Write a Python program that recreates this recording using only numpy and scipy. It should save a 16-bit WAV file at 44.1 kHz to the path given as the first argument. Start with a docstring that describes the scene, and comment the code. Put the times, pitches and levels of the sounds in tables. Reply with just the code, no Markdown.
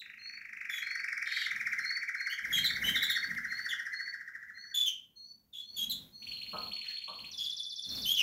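"""A small room, where a caged canary sings a long low roll that slows down, then a trill of rising
syllables and one of falling syllables. Each is a swept whistle from the syrinx, whose closing membranes
add overtones. Other birds put in bright calls, short chips, a hoarse squawk and thin peeps.
A few knocks ring and claws scrape the nest bowl. Moving birds shake the cage and rustle dry nest
fibres, over faint room noise."""
import sys
import numpy as np
from scipy import signal
from scipy.fft import rfft, irfft
from scipy.io import wavfile
from scipy.ndimage import uniform_filter1d

SR = 44100
rng = np.random.default_rng(int(sys.argv[2]) if len(sys.argv) > 2 else 0)


def dump(signal):
    """Clip the signal to [-1, 1] and save it as 16-bit WAV at the path in sys.argv[1]."""
    limited = np.clip(np.atleast_2d(signal).T, -1, 1)
    pcm = np.round(limited * 32767).astype(np.int16)
    wavfile.write(sys.argv[1], SR, pcm)


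N = 362502

# Runs of even pace, each lasting until the next. Each row: start in seconds, syllable count.
ROLL_RUNS = [(.022, 15), (.613, 12), (1.13, 10), (1.612, 13), (2.392, 4), (2.647, 4), (2.891, 12),
             (3.735, 7), (4.214, 7), (4.721, 1)]
# Swell, hold and decay. Each row: time in seconds, effort in dB.
ROLL_EFFORT = [(0, -45.5), (0.42, -43), (0.75, -34), (1.4, -32.5), (2.4, -35), (3.15, -33), (3.35, -36.5),
               (3.9, -37), (4.72, -52.5)]
# Sweep limits. Each row: time in seconds, top pitch in Hz, bottom pitch in Hz.
ROLL_RANGE = [(0, 2935, 1380), (0.9, 2495, 1283), (3, 2308, 1242), (4.0, 2070, 1337)]
# Overtones 2 and up in dB re the fundamental, before scaling by closure.
ROLL_OVERTONES_DB = [-54.5, -17, -41.5, -28, -38]


def roll(gain_db=4.0, throat_hz=1800, throat_width_hz=900, hard_hz=1780, hard_width_hz=220,
         full_effort_db=-35, pause_s=.024, sweep_share=.73, sag=.27, scatter=.02, jitter=.03):
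    """Each syllable sags, swells and plunges, with a tick of overtones on the way down."""
    out, beats = np.zeros(N), beat_times(ROLL_RUNS)
    for beat_s, period_s in zip(beats, np.gradient(beats)):
        effort_db, = curve_at(ROLL_EFFORT, beat_s)
        top_hz, bottom_hz = curve_at(ROLL_RANGE, beat_s)
        length_s = sweep_share * (period_s - pause_s)
        u = np.linspace(0, 1, int(length_s * SR))
        hz = top_hz - (top_hz - bottom_hz) * (sag * u + (1 - sag) * u ** 4.38)
        hz *= 1 + scatter * rng.standard_normal() + jitter * wander(len(u), 370)
        pressure = np.sin(np.pi * u ** 2.2) ** .49 * amp(rng.standard_normal())
        pressure /= 1 + ((hz - throat_hz) / throat_width_hz) ** 2
        # Membranes close hardest near one pitch; soft syllables are purer.
        closure = .15 + np.exp(-((hz - hard_hz) / hard_width_hz) ** 2)
        closure *= amp(effort_db - full_effort_db + 3 * wander(len(u), 400))
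        end_s = beat_s + .2 * length_s + .0006 * rng.standard_normal()
        voice = syrinx(hz, ROLL_OVERTONES_DB, closure)
        add(out, end_s - length_s, amp(effort_db + gain_db) * pressure * voice)
    # So small a throat radiates nothing low.
    return signal.sosfilt(signal.butter(10, 1290, "highpass", fs=SR, output="sos"), out)


# Runs of even pace. Each row: start in seconds, syllable count.
RISE_RUNS = [(6.227, 2), (6.32, 13), (6.969, 5), (7.248, 1)]
FALL_RUNS = [(7.314, 2), (7.437, 11), (8.146, 1)]
# One syllable. Each row: time from its beat in seconds, pitch in Hz, relative level in dB.
RISE_SYLLABLE = [(-.006, 2130, -15), (-.002, 2634, -9), (.003, 3250, -7), (.008, 4000, -23.5),
                 (0.012, 4237, -6), (0.021, 4363, -6.5), (.029, 4240, -10.5)]
FALL_SYLLABLE = [(-.004, 6726, -22), (.003, 5640, 2), (.009, 4924, -1.5), (.021, 4020, 0),
                 (0.024, 3560, -3.5), (.037, 3491, 7), (0.05, 3540, -10.5)]
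# The rising trill swells and fades, the falling one holds. Each row: time in seconds, effort in dB.
RISE_EFFORT = [(6.22, -36.5), (6.869, -31.5), (7.2, -38)]
FALL_EFFORT = [(7.5, -40.5), (8.15, -40.5)]
# Overtones 2 and 3 in dB re the fundamental, before scaling by closure.
RISE_OVERTONES_DB = [-32, -20]
FALL_OVERTONES_DB = [-28, -20.5]


def trill(runs, syllable, effort, overtones_db, scatter, jitter, pure_above_hz, uneven_db):
    """One syllable repeats, varying in pitch and weight; its high part is a pure tone."""
    out, t = np.zeros(N), np.arange(syllable[0][0], syllable[-1][0], 1 / SR)
    hz, shape_db = curve_at(syllable, t)
    closure = 1 / (1 + (hz / pure_above_hz) ** 20)
    for beat_s in beat_times(runs):
        sung_hz = hz * (1 + scatter * rng.standard_normal() + jitter * wander(len(t), 300))
        effort_db, = curve_at(effort, beat_s)
        pressure = amp(effort_db + shape_db + rng.standard_normal() + uneven_db * wander(len(t), 100))
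        voice = syrinx(sung_hz, overtones_db, closure)
        add(out, beat_s + t[0], pressure * signal.windows.tukey(len(t), .12) * voice)
    return out


# Two-voiced calls. Each row: start and length in seconds, start, knee and end pitch in Hz, level in dB,
# then overtone 2, higher overtones and second voice in relative dB.
LONG_CALLS = [(0.693, 0.12, 3550, 3430, 3258, -43, -14, -22, -10.5),
              (2.52, 0.086, 3345, 3270, 3190, -30.5, -15.5, -23, -5),
              (2.835, 0.074, 2924, 3020, 3175, -31.5, -18, -22, -8),
              (4.738, 0.092, 3500, 3470, 3463, -29, -17, -27, -47),
              (5.526, 0.09, 3780, 3290, 3514, -44, -24.5, -32, -12),
              (5.76, 0.091, 3596, 3280, 3291, -36, -14, -21, -10.5),
              (7.373, 0.11, 3470, 3330, 3393, -38, -23, -33, -21),
              (8.051, 0.09, 2936, 3130, 3444, -30, -18.5, -20.5, -49)]


def long_calls(knee=.23, jitter=.012, second_hz=3820, rasp=.23, coupling=1.4):
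    """One side of the syrinx holds a note; the other joins higher, and beating roughens the overtones."""
    out = np.zeros(N)
    for start_s, length_s, *pitches_hz, db, low_db, high_db, second_db in LONG_CALLS:
        u = np.linspace(0, 1, int(length_s * SR))
        hz = glide(u, knee, pitches_hz, jitter)
        other_hz = glide(u, knee, [second_hz] * 3, jitter)
        joining = amp(second_db) * np.sin(np.pi * u ** 2)
        beating = coupling * joining * np.cos(2 * np.pi * np.cumsum(other_hz - hz) / SR)
        shake = rasp * wander(len(u), 500)
        voice = syrinx(hz, [low_db, high_db, high_db], 1 + beating + shake) * (1 + shake)
        voice += joining * syrinx(other_hz, overtones_db=[-9])
        add(out, start_s, amp(db) * signal.windows.tukey(len(u), .25) * voice)
    return out


# Short calls. Each row: start and length in seconds, start, knee and end pitch in Hz, level in dB,
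# then overtones 2 and 3 at mid-call in relative dB.
CHIPS = [(0, 0.014, 3840, 3900, 3580, -43, -24, -37), (2.294, 0.052, 2820, 3115, 3260, -41, -15.5, -22.5),
         (2.638, 0.036, 4170, 3995, 3347, -25.5, -20.5, -25.5),
         (2.951, 0.031, 3595, 3828, 3190, -28, -29, -28.5),
         (3.022, 0.028, 3725, 3904, 3320, -26, -19.5, -24),
         (3.096, 0.028, 3740, 3810, 3150, -27, -22.5, -23.5),
         (3.687, 0.033, 3525, 3367, 2790, -35.5, -16.5, -27.5),
         (4.858, 0.032, 3188, 3132, 2835, -28, -14.5, -25.5),
         (5.894, 0.035, 4176, 3930, 3170, -32.5, -16, -18),
         (8.165, 0.054, 3110, 2980, 2470, -26, -14.5, -28.5)]


def chips(knee=.55, jitter=.016, shift_db=9, rolloff_db=3, rasp=.39):
    """Most chips hold, then hook down; the bite moves from the high overtones to the second."""
    out = np.zeros(N)
    for start_s, length_s, *pitches_hz, db, low_db, high_db in CHIPS:
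        u = np.linspace(0, 1, int(length_s * SR))
        tilt_db = shift_db * (u - .5)
        overtones_db = [low_db + tilt_db] + [high_db - tilt_db - k * rolloff_db for k in range(3)]
        shake = rasp * wander(len(u), 500)
        voice = syrinx(glide(u, knee, pitches_hz, jitter), overtones_db, 1 + shake) * (1 + shake / 2)
        add(out, start_s, amp(db) * signal.windows.tukey(len(u), .35) * voice)
    return out


# Contour of one squawk. Each row: time in seconds, pitch in Hz, level in dB.
SQUAWK = [(1.258, 3618, -46), (1.384, 3930, -37.5), (1.456, 3660, -39), (1.488, 3490, -56)]


def squawk(throb_hz=560, throb_depth=1.4, unsteady=.28, jitter=.018):
    """A fast, uneven throb chops the note into hoarse sidebands."""
    out, t = np.zeros(N), np.arange(SQUAWK[0][0], SQUAWK[-1][0], 1 / SR)
    hz, db = curve_at(SQUAWK, t)
    rate_hz = throb_hz * (1 + unsteady * wander(len(t), 100))
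    chop = np.exp(throb_depth * np.cos(2 * np.pi * np.cumsum(rate_hz) / SR))
    voice = syrinx(hz * (1 + jitter * wander(len(t), 300)), overtones_db=[-21, -29])
    add(out, t[0], amp(db) * unit_rms(chop) * voice)
    return out


# Thin peeps. Each row: start in seconds, level of the lower voice in dB.
PEEPS = [(0.177, -47), (0.809, -44.5), (1.263, -47.5), (1.79, -39.5), (2.153, -44.5), (2.56, -43.5),
         (3.06, -41.5), (3.465, -45), (3.918, -44), (4.532, -51), (5.149, -51.5), (5.598, -49),
         (6.112, -48.5), (7.85, -44)]
# Overtone 2 of the lower voice in dB re its fundamental.
PEEP_OVERTONES_DB = [-35]


def peeps(length_s=.2, lower_hz=(4190, 4470), upper_hz=(6130, 5850), upper_db=-66, fade_db=-3):
    """Both sides of the syrinx sound together: one glides up, a fainter one down."""
    out, u = np.zeros(N), np.linspace(0, 1, int(length_s * SR))
    rising_hz = np.interp(np.sin(np.pi / 2 * u) ** 1.35, [0, 1], lower_hz)
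    falling_hz = np.interp(u, [0, 1], upper_hz)
    for start_s, db in PEEPS:
        waver = 1 + .006 * (wander(len(u), 250) + wander(len(u), 10))
        lower = syrinx(rising_hz * waver, PEEP_OVERTONES_DB, 1 + wander(len(u), 250))
        upper = syrinx(falling_hz * waver, [])
        swell = signal.windows.tukey(len(u), .35) * amp(fade_db * u + 2 * wander(len(u), 27))
        add(out, start_s, swell * (amp(db) * lower + amp(upper_db) * upper))
    return out


def air_hiss(calls, smooth_hz=60):
    """A wide hiss follows the strength of the calls."""
    pole = np.exp(-2 * np.pi * smooth_hz / SR)
    strength = np.sqrt(signal.lfilter([1 - pole], [1, -pole], calls ** 2))
    hiss = coloured(rng.standard_normal(N), [(500, -22.5), (1300, -3), (6500, 8.5), (14000, -12)])
    return strength * hiss


# Thumps and knocks. Each row: start in seconds, level in dB, T60 in seconds, frequency scale factor.
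KNOCKS = [(2.551, -47, 0.34, 0.14), (3.281, -43.5, 0.24, 0.18), (5.8, -55.5, 1, 0.19),
          (6.531, -31.5, 0.13, 1), (7.078, -38.5, 0.13, 0.92)]
# Resonances at scale 1. Each row: centre in Hz, width in Hz, relative level in dB.
KNOCK_MODES = [(201, 63, 2), (640, 770, -4), (1180, 530, 7.5)]


def knocks(rise_s=.0057):
    """A short scuffing blow excites a few broad resonances."""
    out, t = np.zeros(N), np.arange(SR // 2) / SR
    hz = np.fft.rfftfreq(len(t), 1 / SR)
    for start_s, db, t60_s, scale in KNOCKS:
        body = sum(amp(mode_db) / (1 + (2 * (hz / scale - mode_hz) / width_hz) ** 2) ** 2
                   for mode_hz, width_hz, mode_db in KNOCK_MODES)
        ring = unit_rms(irfft(rfft(rng.standard_normal(len(t))) * body, len(t)))
        add(out, start_s, amp(db - 60 * t / t60_s) * (1 - np.exp(-t / rise_s)) * ring)
    return out


# Claw strokes. Each row: start in seconds, length in seconds, level in dB.
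SCRAPES = [(6.837, 0.041, -51), (6.889, 0.029, -48.5)]
# Nest bowl response. Each row: frequency in Hz, relative level in dB.
BOWL_SPECTRUM = [(1200, -24), (1750, 0), (3000, -2.5), (11000, -30)]


def claw_scrapes(slips_per_s=1200):
    """Quick runs of tiny slips ring the plastic nest bowl."""
    out = np.zeros(N)
    for start_s, length_s, db in SCRAPES:
        n = int(length_s * SR)
        slips = (rng.random(n) < slips_per_s / SR) * rng.standard_normal(n)
        add(out, start_s, amp(db) * signal.windows.tukey(n, .5) * coloured(slips, BOWL_SPECTRUM))
    return out


# Shifts, hops and tugs at the nest. Each row: start and length in seconds, rumble in dB, rustle in dB.
MOVES = [(1.453, .36, -65, -64.5), (2.386, 0.32, -53.5, -63), (2.78, 0.31, -53, -57),
         (3.162, 0.19, -55.5, -64.5), (3.446, 0.29, -70.5, -62), (5.673, 0.36, -60, -69),
         (6.18, 0.52, -62, -69.5), (7.095, 0.4, -67.5, -69.5), (7.835, 0.17, -51, -55.5)]
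# Cage and fibre noise, also used for the room. Each row: frequency in Hz, relative density in dB.
RUMBLE_SPECTRUM = [(20, -21.5), (50, -4), (170, -4), (225, -1), (320, -12), (2400, -29)]
RUSTLE_SPECTRUM = [(300, -24.5), (900, -3), (4000, 2.5), (7000, -9), (8700, -6.5), (14000, -16)]


def bird_moves(attack_s=.11, release_db_per_s=79.5, flutter_db=3, crackle_db=5, snaps_per_s=500):
    """Each move shakes the cage in lumps and makes dry fibres crackle."""
    t = np.arange(N) / SR
    shake, rub = np.zeros(N), np.zeros(N)
    for start_s, length_s, rumble_db, rustle_db in MOVES:
        motion = np.clip((t - start_s) / attack_s, 0, 1)
        motion *= amp(-release_db_per_s * np.maximum(t - start_s - length_s, 0))
        shake += amp(rumble_db) * motion
        rub += amp(rustle_db) * motion
    rumble = coloured(rng.standard_normal(N), RUMBLE_SPECTRUM) * amp(flutter_db * wander(N, 2.6))
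    snaps = (rng.random(N) < snaps_per_s / SR) * amp(crackle_db * np.minimum(rng.exponential(1, N), 4))
    fibres = coloured((unit_rms(snaps) + 1) * rng.standard_normal(N), RUSTLE_SPECTRUM)
    return shake * unit_rms(rumble) + rub * fibres


# Room decay. Each row: frequency in Hz, T60 in seconds.
ROOM_T60 = [(200, 0.76), (1800, 0.37), (3200, 0.33), (12000, 0.16)]


def room(x, wet_db, gap_s=.0027, echoes_per_s=3000):
    """Direct sound plus dense reflections, each band dying at its own rate."""
    t = np.arange(SR) / SR
    taps = rng.choice([-1., 1.], SR) * (rng.random(SR) < echoes_per_s / SR) * (t > gap_s)
    hz, frame_s, bands = signal.stft(taps, SR, nperseg=256)
    decay = amp(-60 * frame_s / spectrum_at(ROOM_T60, hz)[:, None])
    tail = signal.istft(bands * decay, SR, nperseg=256)[1]
    wet = signal.fftconvolve(x, tail / np.linalg.norm(tail))[:N]
    return (x + amp(wet_db) * wet) / np.sqrt(1 + amp(wet_db) ** 2)


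def room_noise(low_db=-74.5, hiss_db=-93.5):
    """Faint, steady low noise and hiss."""
    low = amp(low_db) * coloured(rng.standard_normal(N), RUMBLE_SPECTRUM)
    return low + amp(hiss_db) * coloured(rng.standard_normal(N), RUSTLE_SPECTRUM)


def syrinx(hz, overtones_db, closure=1):
    """A whistle along a pitch curve; harder membrane closure feeds the overtones."""
    phase = 2 * np.pi * (np.cumsum(hz) / SR + rng.random())
    overtones = sum(amp(db) * np.sin(k * phase) * (k * hz < SR / 2)
                    for k, db in enumerate(overtones_db, 2))
    return np.sqrt(2) * (np.sin(phase) + closure * overtones)


def glide(u, knee, pitches_hz, jitter):
    """A shaky pitch that turns at the knee, a fraction of the way through the call."""
    hz = uniform_filter1d(np.interp(u, [0, knee, 1], pitches_hz), len(u) // 5, mode="nearest")
    return hz * (1 + jitter * wander(len(u), 300))


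def beat_times(runs):
    """Time in seconds of each syllable of a phrase."""
    starts_s, counts = np.transpose(runs)
    return np.interp(np.arange(counts.sum()), np.cumsum(counts) - counts, starts_s)


def amp(db):
    """Decibels to gain."""
    return 10 ** (np.asarray(db) / 20)


def unit_rms(x):
    """Scales to rms 1."""
    return x / np.sqrt(np.mean(x ** 2) + 1e-20)


def curve_at(rows, t):
    """Each value column at times t."""
    times_s, *columns = np.transpose(rows)
    return [np.interp(t, times_s, column) for column in columns]


def spectrum_at(points, hz):
    """Interpolates on a log-frequency axis."""
    points_hz, values = np.transpose(points)
    return np.interp(np.log(hz + 1), np.log(points_hz + 1), values)


def add(mix, start_s, sound):
    """Mixes a sound in at start_s."""
    part = mix[max(round(start_s * SR), 0):][:len(sound)]
    part += sound[:len(part)]


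def coloured(x, points):
    """Filters x by (Hz, dB) points, to rms 1."""
    gain = amp(spectrum_at(points, np.fft.rfftfreq(len(x), 1 / SR)))
    return unit_rms(irfft(rfft(x) * gain, len(x)))


def wander(n, cutoff_hz):
    """Random drift up to about cutoff_hz, at rms 1."""
    hz = np.fft.rfftfreq(n, 1 / SR)
    return unit_rms(irfft(rfft(rng.standard_normal(n)) / (1 + (hz / cutoff_hz) ** 4), n))


def scene():
    """The singer is close; the other birds and the knocks are deeper in the room."""
    rising = trill(RISE_RUNS, RISE_SYLLABLE, RISE_EFFORT, RISE_OVERTONES_DB,
                   scatter=.0048, jitter=.01, pure_above_hz=3770, uneven_db=3.5)
    falling = trill(FALL_RUNS, FALL_SYLLABLE, FALL_EFFORT, FALL_OVERTONES_DB,
                    scatter=.0042, jitter=.012, pure_above_hz=3660, uneven_db=2.5)
    song = room(roll(), wet_db=-4.0) + room(rising, wet_db=-.5) + room(falling, wet_db=-2.5)
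    others = room(long_calls() + chips() + squawk(), wet_db=1.0)
    hiss = amp(-27.5) * air_hiss(song) + amp(-23) * air_hiss(others)
    peeping = room(peeps(), wet_db=2.5)
    contacts = room(knocks() + claw_scrapes(), wet_db=2.5)
    return (song + others + hiss + peeping + contacts + bird_moves() + room_noise())[None]


def record(dry):
    """Microphone treble colour, then a low-pass at 15750 Hz."""
    response_hz_db = [(7300, -1.0), (8700, -6), (10500, 1.5), (12800, 7.0)]
    heard = irfft(rfft(dry) * amp(spectrum_at(response_hz_db, np.fft.rfftfreq(N, 1 / SR))), N)
    lowpass = signal.firwin(511, 15750, window=("kaiser", 9), fs=SR)
    return signal.oaconvolve(heard, lowpass[None], "same")


dry = scene()
out = record(dry)
dump(out)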